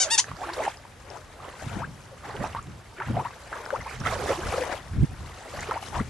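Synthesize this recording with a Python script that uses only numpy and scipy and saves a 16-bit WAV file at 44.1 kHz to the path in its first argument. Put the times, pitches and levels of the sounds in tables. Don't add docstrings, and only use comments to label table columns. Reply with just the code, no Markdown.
import sys
import numpy as np
from scipy import signal
from scipy.io import wavfile

SR = 44100
rng = np.random.default_rng(int(sys.argv[2]) if len(sys.argv) > 2 else 0)


def materialize(psi):
    bounded = np.clip(np.atleast_2d(psi).T, -1, 1)
    quanta = np.round(bounded * 32767).astype(np.int16)
    wavfile.write(sys.argv[1], SR, quanta)


N = 268965

# f/Hz, correlation/1
COHERENCE = [(60, 0.94), (150, 0.93), (300, 0.59), (1200, 0.68), (2500, 0.55), (5300, 0.64), (11000, 0.35)]
# f/Hz, level/dB
LAKE_SPECTRUM = [(200, -69.5), (500, -63.5), (1100, -63), (2500, -67), (5000, -69), (9000, -70.5),
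                 (11500, -71)]
# f/Hz, gain/dB
RUMBLE_SPECTRUM = [(25, -26), (45, -11), (75, -5), (120, -4.5), (165, -11.5), (250, -15), (400, -24)]
# t/s, rise/s, fall/s, level/dB, deep weight/dB
LOW_SWELLS = [(.315, 0.022, 0.027, -40.5, -4), (1.675, 0.036, .02, -38, -11), (1.77, 0.042, .12, -36, -12),
              (2.41, 0.069, 0.084, -39, -6), (2.59, 0.017, 0.034, -41, 5), (2.68, 0.018, 0.068, -42, -13),
              (3.1, 0.024, 0.065, -32.5, -11), (3.175, 0.044, 0.033, -33.5, -10),
              (3.795, 0.015, 0.025, -39, 1), (4.02, 0.068, 0.5, -38, 0), (4.463, 0.032, 0.04, -31, 4.5),
              (4.96, 0.018, .04, -30.5, 8), (5.029, 0.051, .012, -23.5, 1), (5.12, 0.02, .03, -34.5, 4),
              (5.21, 0.022, 0.065, -38.5, 5), (5.58, 0.05, 0.085, -40, -3), (6, 0.063, .03, -30.5, 0.5),
              (6.09, 0.024, .03, -36, 6)]
# t/s, length/s, f/Hz, level/dB, left lead/rad, L-R/dB
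LOW_THUMPS = [(1.757, 0.026, 186, -28, -0.46, 7), (2.39, 0.039, 199, -28.5, .1, -5.5),
              (3.086, 0.042, 212, -27, -0.2, 7), (4.008, 0.016, 128, -24, 0.24, -3),
              (4.97, 0.027, 124.5, -23, 0.43, 8), (5.018, .034, 111.2, -12.5, 1.15, -6),
              (5.997, 0.026, 203.5, -22, 0.049, 4.5)]
# t/s, attack/s, hold/s, decay/s, level/dB, edge gain/dB, fastest at/s,
# fastest slip rate/Hz, slowest slip rate/Hz, rasp/1
RUBS = [(-.006, 0.01, 0.029, 0.013, -21, 4, 0.018, 773, 608, 0.28),
        (.102, 0.021, 0.028, 0.0058, -22, -5, .133, 939, 771, 0.17),
        (0.177, 0.0053, 0.018, 0.0043, -17.5, 3.5, .214, 1097, 634, .65)]
# f/Hz, width/Hz, gain/dB
BODY_MODES = [(915, 1000, -4.5), (1820, 1140, -2), (2980, 1170, 1), (3470, 500, 4), (4800, 600, -2.5),
              (5860, 240, 4.5), (7300, 270, -2), (9340, 1600, -6)]
# f/Hz, width/Hz, gain/dB
EDGE_MODES = [(5950, 920, 5), (7290, 860, -1.5)]
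# t/s, level/dB, f/Hz
DROP_HITS = [(0.243, -25.5, 1680), (0.3156, -23, 1100), (0.3673, -35, 4760), (.491, -23, 1580),
             (0.5366, -28, 4360), (.652, -20.5, 1580), (.653, -28, 2900), (0.772, -34.5, 5130),
             (.852, -33, 930), (1.1025, -32.5, 5170), (1.625, -26.5, 660), (2.366, -31, 2970),
             (2.441, -17, 810), (2.549, -19, 1006), (2.627, -37, 7100), (3.002, -20.5, 1430),
             (3.307, -31, 1050), (3.529, -24, 1530), (3.6553, -31, 5030), (3.662, -25, 1440),
             (3.7052, -19, 1470), (4.0026, -28.5, 5530), (4.26, -17, 765), (4.579, -19, 603),
             (4.637, -23, 890), (5.592, -28, 2000), (5.6071, -25.5, 6840), (5.711, -14.5, 1250),
             (5.762, -23, 740), (5.956, -27, 990)]
# t/s, length/s, f/Hz, level/dB
WHOLE_BUBBLES = [(.048, .04, 640, -34), (0.452, 0.097, 340, -39), (0.664, 0.025, 800, -21),
                 (2.115, .03, 559, -42), (2.982, .037, 378, -36.5), (4.06, 0.009, 1296, -21),
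                 (4.122, 0.02, 643, -26), (4.214, 0.053, 410.5, -32), (4.376, .026, 338, -26.5),
                 (4.578, .015, 550, -22), (4.603, 0.033, 486, -27), (5.713, 0.014, 960, -24),
                 (5.951, 0.023, 990, -27.5)]
# t/s, length/s, middle f/Hz, level/dB
SHRINKING_POCKETS = [(0.406, .05, 934, -29.5), (0.484, 0.025, 900, -32), (0.579, 0.05, 626.5, -27.5),
                     (0.628, 0.016, 2123, -35), (1.158, 0.016, 1010, -37), (1.617, 0.029, 680, -38),
                     (1.806, 0.046, 1132, -31), (2.342, 0.02, 406, -35), (2.427, 0.035, 778, -30.5),
                     (2.549, .029, 950, -32.5), (2.58, 0.018, 1160, -32), (3.006, 0.026, 1303, -33.5),
                     (3.167, .014, 760, -21), (3.18, 0.038, 853, -27.5), (3.25, .022, 1067, -27),
                     (3.526, 0.015, 1495, -29.5), (3.55, 0.026, 1138, -36), (3.727, 0.015, 556, -22.5),
                     (3.737, .029, 1010, -27.5), (3.803, 0.013, 2050, -37.5), (3.857, .027, 980, -32.5),
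                     (4.286, 0.036, 491, -23.5), (4.316, 0.0248, 953, -28), (4.522, 0.029, 1148, -29.5),
                     (4.537, .013, 477, -24), (4.686, 0.012, 1000, -37), (4.733, 0.017, 545, -30),
                     (5.588, 0.0084, 2010, -32), (5.686, 0.018, 461, -29), (5.755, 0.025, 860, -24.5),
                     (5.981, 0.026, 1110, -29.5)]
# t/s, level/dB
RIPPLE_LEVELS = [(0, -50.5), (.95, -59), (2, -57), (2.85, -59), (3.4, -52), (4.95, -53.5), (6.1, -52.5)]
# f/Hz, gain/dB
WATER_SPECTRUM = [(280, -17), (420, -9.5), (650, -5), (1000, -4), (1600, -4.5), (2600, -6.5), (4000, -5),
                  (6500, -3), (9000, -7), (11500, -9)]
# crest t/s, build/s, hold/s, gurgle/dB, splash/dB, spray/dB, L-R/dB
NET_SLOSHES = [(.01, 0.037, 0.081, -45.5, -44, -57, -4.5), (0.286, .02, 0.012, -68, -46, -62, -1.5),
               (0.417, 0.04, 0.031, -41.5, -45, -56, -3), (0.482, 0.017, .012, -44, -39.5, -56, 0.5),
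               (0.533, .008, .008, -50, -44, -48.5, 0), (0.582, 0.03, 0.042, -31.5, -44.5, -53, 0),
               (0.634, 0.018, .035, -37, -37, -48.5, -1), (1.095, 0.047, 0.084, -46.5, -52.5, -62.5, 7),
               (1.45, 0.069, 0.05, -43, -50, -65, -2), (1.615, 0.061, 0.053, -46, -46, -54, 5),
               (1.727, 0.046, 0.088, -43, -45.5, -59.5, 6), (2.244, .015, 0.072, -45, -43.5, -58, -0.5),
               (2.415, 0.073, 0.048, -36.5, -40.5, -53, -2.5), (2.52, 0.09, 0.059, -48.5, -46.5, -61, 0),
               (2.997, 0.016, 0.017, -48, -38, -68, 1), (3.078, 0.014, 0.012, -50, -41.5, -54.5, -1),
               (3.171, 0.036, 0.033, -37, -48.5, -73, 0), (3.246, .01, 0.017, -58, -44.5, -62.5, 2.5),
               (3.521, 0.031, 0.072, -44, -44.5, -60, 0.5), (3.686, 0.079, 0.094, -39, -47, -61, 5),
               (3.908, 0.046, 0.017, -45, -40, -52.5, -2), (4.052, .01, .014, -42, -31, -49, -3),
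               (4.08, .05, .06, -36.5, -38, -47, -3.5), (4.255, .08, .075, -30.5, -38.5, -44.5, -2.5),
               (4.44, 0.078, 0.15, -35.5, -41, -47, 1.5), (4.527, 0.025, .1, -35, -42.5, -49.5, 2.5),
               (4.666, 0.08, 0.075, -38, -39, -52, 6), (4.787, .02, 0.017, -47, -49, -66, 4.5),
               (5.567, 0.17, 0.08, -42.5, -44.5, -51, 0.5), (5.708, 0.073, 0.041, -39, -39, -57, 0),
               (5.827, 0.048, 0.048, -46, -47.5, -51, 5), (5.967, 0.033, 0.016, -36, -39.5, -50, 5)]

SIDES = np.array([[1], [-1]])


def from_db(db):
    return 10 ** (np.asarray(db) / 20)


def unit_rms(x):
    return x / np.sqrt(np.mean(x ** 2) + 1e-20)


def per_sample(rows):
    times_s, *columns = np.transpose(rows)
    return [np.interp(np.arange(N) / SR, times_s, column) for column in columns]


def at_hz(points, hz):
    points = np.array(points)
    return np.interp(np.log(hz), np.log(points[:, 0]), points[:, 1])


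def third_octaves(low_hz, count):
    return low_hz * np.cbrt(2) ** np.arange(count)


def drift(rate_hz, size=N):
    position = np.arange(size) * rate_hz / SR
    knots = rng.standard_normal(int(position[-1]) + 2)
    return np.interp(position, np.arange(len(knots)), knots) * np.sqrt(3 / 2)


def band_noise(hz):
    sos = signal.butter(2, [hz / 2 ** (1 / 6), hz * 2 ** (1 / 6)], "band", fs=SR, output="sos")
    mid, side = signal.sosfilt(sos, rng.standard_normal((2, N)))
    coherence = at_hz(COHERENCE, hz)
    return unit_rms(np.sqrt(1 + coherence) * mid + np.sqrt(1 - coherence) * side * SIDES)


def arch_window(length_s, peak_at=0.52):
    age = np.linspace(0, 1, max(int(length_s * SR), 64))
    return age, np.sin(np.pi * age ** (np.log(.5) / np.log(peak_at)))


def surge(t, crest_s, rise_s, hold_s, fall_s):
    return np.exp(-np.clip(np.maximum((crest_s - t) / rise_s, (t - crest_s - hold_s) / fall_s), 0, 30))


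def add(out, start_s, sound):
    at = int(np.clip(round(start_s * SR), 0, N - 1))
    out[:, at:at + sound.shape[1]] += sound[:, :N - at]


def placed_tone(envelope, phase, hz, pan_db=1.0, lag_s=.00003):
    pan, lag = rng.standard_normal(2)
    return envelope * from_db(SIDES * pan * pan_db / 2) * np.sin(phase + SIDES * np.pi * hz * lag * lag_s)


def resonate(x, modes):
    out = 0
    for k, (hz, width_hz, db) in enumerate(modes):
        radius = np.exp(-np.pi * width_hz / SR)
        b = np.array([1, 0, -1]) * (1 - radius ** 2) / 2
        a = [1, -2 * radius * np.cos(2 * np.pi * hz / SR), radius ** 2]
        out += (-1) ** k * from_db(db) * signal.lfilter(b, a, x)
    return out


def reflections(x, wet_db, t60_s):
    t = np.arange(SR // 5) / SR
    tail = rng.standard_normal((2, len(t))) * from_db(-60 * t / t60_s) * (1 - np.exp(-t / .002))
    tail /= np.sqrt(np.sum(tail ** 2, axis=1, keepdims=True))
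    return x + from_db(wet_db) * signal.fftconvolve(x, tail, axes=1)[:, :N]


def lake(patchy_db=1.5):
    return sum(from_db(at_hz(LAKE_SPECTRUM, hz) + patchy_db * drift(29)) * band_noise(hz)
               for hz in third_octaves(224.6, count=18))


def rumble(breeze_db=-55.5, breeze_deep_db=1.5, trim_db=2.5):
    t = np.arange(N) / SR
    swells = np.array([surge(t, crest_s, rise_s, 0, fall_s) for crest_s, rise_s, fall_s, *_ in LOW_SWELLS])
    *_, swell_db, deep_db = np.transpose(LOW_SWELLS)
    out = np.zeros((2, N))
    for hz in third_octaves(25, count=13):
        deep = at_hz([(50, 0.89), (120, -0.25), (250, -.3)], hz)
        power = from_db(breeze_db + deep * breeze_deep_db) ** 2
        power += from_db(swell_db + deep * deep_db) ** 2 @ swells ** 2
        out += np.sqrt(power) * from_db(trim_db + at_hz(RUMBLE_SPECTRUM, hz)) * band_noise(hz)
    return out


def thumps(waver=0.27, overtone=0.25):
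    out = np.zeros((2, N))
    for start_s, length_s, hz, db, lead_rad, pan_db in LOW_THUMPS:
        age, arch = arch_window(length_s)
        phase = 2 * np.pi * np.cumsum(hz * (1 + waver * drift(325, len(age)))) / SR
        pressure = np.sin(phase + SIDES * lead_rad / 2)
        pressure += overtone * np.sin(2 * phase + drift(154, len(age)))
        add(out, start_s, from_db(db + SIDES * pan_db / 2) * arch * pressure)
    return out


def squeaks(arch_s=.031, top_hz=11100, jitter=0.0486, pan_db=3, lead_s=.00003, trim_db=1.0):
    out = np.zeros((2, N))
    harmonics = np.arange(1, 19)[:, None]
    for start_s, attack_s, hold_s, decay_s, db, edge_db, fastest_s, fast_hz, slow_hz, rasp in RUBS:
        release_s = start_s + attack_s + hold_s
        t = np.arange(max(start_s, 0), release_s + 4 * decay_s, 1 / SR)
        slip_hz = slow_hz + (fast_hz - slow_hz) * np.exp(-((t - fastest_s) / arch_s) ** 2)
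        pressure = np.clip((t - start_s) / attack_s, 0, 1) ** 0.43
        pressure *= np.exp(-np.maximum(t - release_s, 0) / decay_s)
        phase = 2 * np.pi * np.cumsum(slip_hz * (1 + rasp * jitter * drift(1504, len(t)))) / SR
        strength = 1 + 0.07 * drift(747, len(t))
        friction = rasp * rng.standard_normal(len(t)) * (1 + np.cos(phase)) / 2
        rolloff = 1 / (1 + (harmonics * slip_hz / top_hz) ** 30)
        channels = []
        for side in (1, -1):
            partials = rolloff * np.cos(harmonics * (phase + side * np.pi * slip_hz * lead_s))
            slips = unit_rms(partials.sum(axis=0)) * strength + friction
            ringing = resonate(slips, BODY_MODES) + from_db(edge_db) * resonate(slips, EDGE_MODES)
            channels.append(from_db(db + trim_db + side * pan_db / 2) * pressure * unit_rms(ringing))
        add(out, t[0], np.array(channels))
    return out


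def droplets(spray_db, per_s=40, above_db=15, spread_db=4, highpass_hz=5500):
    lands = rng.random(N) < per_s / SR
    size_db = spread_db * np.minimum(rng.exponential(1, N), 3) + 3 * rng.standard_normal((2, N))
    clicks = lands * from_db(spray_db + above_db + size_db)
    return signal.sosfilt(signal.butter(2, highpass_hz, "high", fs=SR, output="sos"), clicks + 1e-18)


def drops(cycles_at_1khz=2.47, rise=0.039, click_gain=0.085, click_s=0.00094):
    out = np.zeros((2, N))
    t = np.arange(SR // 20) / SR
    for start_s, db, hz in DROP_HITS:
        decay = t * np.sqrt(hz * 1000) / cycles_at_1khz
        phase = 2 * np.pi * hz * t * (1 + rise * np.tanh(decay / 2))
        impact = click_gain * rng.standard_normal((2, len(t))) * np.exp(-t / click_s)
        add(out, start_s, from_db(db) * (placed_tone(np.exp(-decay), phase, hz) + impact))
    return out


def air_pocket(length_s, middle_hz, db, octaves_per_s, rough=0.35, waver=0.052, froth_rad=0.075):
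    age, arch = arch_window(length_s)
    glide_octaves = octaves_per_s * length_s * (age ** 1.405 - .42)
    hz = middle_hz * 2 ** glide_octaves * (1 + waver * drift(391, len(age)))
    phase = 2 * np.pi * np.cumsum(hz) / SR + froth_rad * drift(middle_hz * 2, len(age))
    envelope = from_db(db) * arch ** 0.35 * (1 + rough * drift(middle_hz / 2, len(age)))
    return placed_tone(envelope, phase, middle_hz)


def lesser_pockets(splash_db, per_s=22, median_s=.014, median_hz=720, above_db=1, spread_db=3):
    count = int(per_s * N / SR)
    at = (rng.random(count) * N).astype(int)
    length, pitch, size = np.clip(rng.standard_normal((count, 3)), -2, 2).T
    level_db = splash_db[at] + above_db + spread_db * size
    return list(zip(at / SR, median_s * 2 ** (length / 2), median_hz * 2 ** (pitch / 2), level_db))


def gulps(splash_db, octaves_per_s_at_1khz=25.5):
    out = np.zeros((2, N))
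    for start_s, length_s, hz, db in WHOLE_BUBBLES:
        add(out, start_s, air_pocket(length_s, hz, db, octaves_per_s=0))
    for start_s, length_s, hz, db in SHRINKING_POCKETS + lesser_pockets(splash_db):
        octaves_per_s = octaves_per_s_at_1khz * (hz / 1000) ** 0.68
        add(out, start_s, air_pocket(length_s, hz, db, octaves_per_s))
    return out


def bubbles(band_hz, rise=0.0933, spread_db=3.5, lag_span_s=.00008):
    per_s = 75 * np.sqrt(band_hz / 1000)
    cycles = 4.84 * np.cbrt(band_hz / 1000)
    onset, pitch, size, _, lag = rng.random((int(per_s * N / SR), 5)).T[:, :, None]
    samples = np.arange(int(4 * cycles * SR / band_hz))
    decay = samples * band_hz / (cycles * SR)
    hz = band_hz * np.cbrt(2) ** (pitch - .5)
    phase = 2 * np.pi * hz * samples / SR * (1 + rise * decay / 2)
    lead_rad = 2 * np.pi * hz * lag_span_s * (lag - .5)
    size_db = spread_db * np.minimum(-np.log(1 - size), 3.5)
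    envelope = from_db(size_db) * np.exp(-decay) * (1 - np.exp(-2 * decay * cycles))
    at = ((onset * N).astype(int) + samples).ravel()
    channels = [envelope * np.sin(phase + side * lead_rad) for side in (1, -1)]
    return unit_rms(np.array([np.bincount(at, rings.ravel(), N)[:N] for rings in channels]))


def stirring_db(settle_s=(0.022, 0.041, 0.056), ripple_offsets_db=(-1.5, 0, -6)):
    t = np.arange(0, N / SR, .001)
    ripple_db = np.interp(t, *np.transpose(RIPPLE_LEVELS))
    power = from_db([ripple_db + offset_db for offset_db in ripple_offsets_db]) ** 2
    for crest_s, build_s, hold_s, *levels_db, _ in NET_SLOSHES:
        for k, fall_s in enumerate(settle_s):
            power[k] += (from_db(levels_db[k]) * surge(t, crest_s, build_s, hold_s, fall_s)) ** 2
    return per_sample(np.transpose([t, *10 * np.log10(power)]))


def slosh(gurgle_db, splash_db, spray_db, spurt_db=1.32, patchy_db=1.5, trim_db=-0.1):
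    spurts_db = spurt_db * drift(70)
    out = np.zeros((2, N))
    for hz in third_octaves(280, count=17):
        deep = at_hz([(600, 1), (1500, 0)], hz)
        fine = at_hz([(1800, 0.0091), (4500, 0.94)], hz)
        level_db = deep * gurgle_db + fine * spray_db + (1 - deep - fine) * splash_db
        bubble_share = 0.63 - 0.13 * fine
        water = np.sqrt(bubble_share) * bubbles(hz) + np.sqrt(1 - bubble_share) * band_noise(hz)
        flicker_db = spurts_db + patchy_db * drift(40)
        out += from_db(level_db + flicker_db + at_hz(WATER_SPECTRUM, hz) + trim_db) * water
    return out


def scene():
    gurgle_db, splash_db, spray_db = stirring_db()
    pan_points = sorted((crest_s + hold_s / 2, db) for crest_s, _, hold_s, *_, db in NET_SLOSHES)
    pan_db, = per_sample(pan_points)
    plops = gulps(splash_db) + drops() + droplets(spray_db)
    water = reflections(plops, wet_db=-11.5, t60_s=0.088) + slosh(gurgle_db, splash_db, spray_db)
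    water *= from_db(SIDES * pan_db / 2)
    rubbing = reflections(squeaks(), wet_db=-9.5, t60_s=0.12)
    return water + rubbing + thumps() + rumble() + lake()


def record(dry):
    return signal.sosfilt(signal.ellip(10, .1, 70, 11800, fs=SR, output="sos"), dry)


dry = scene()
out = record(dry)
materialize(out)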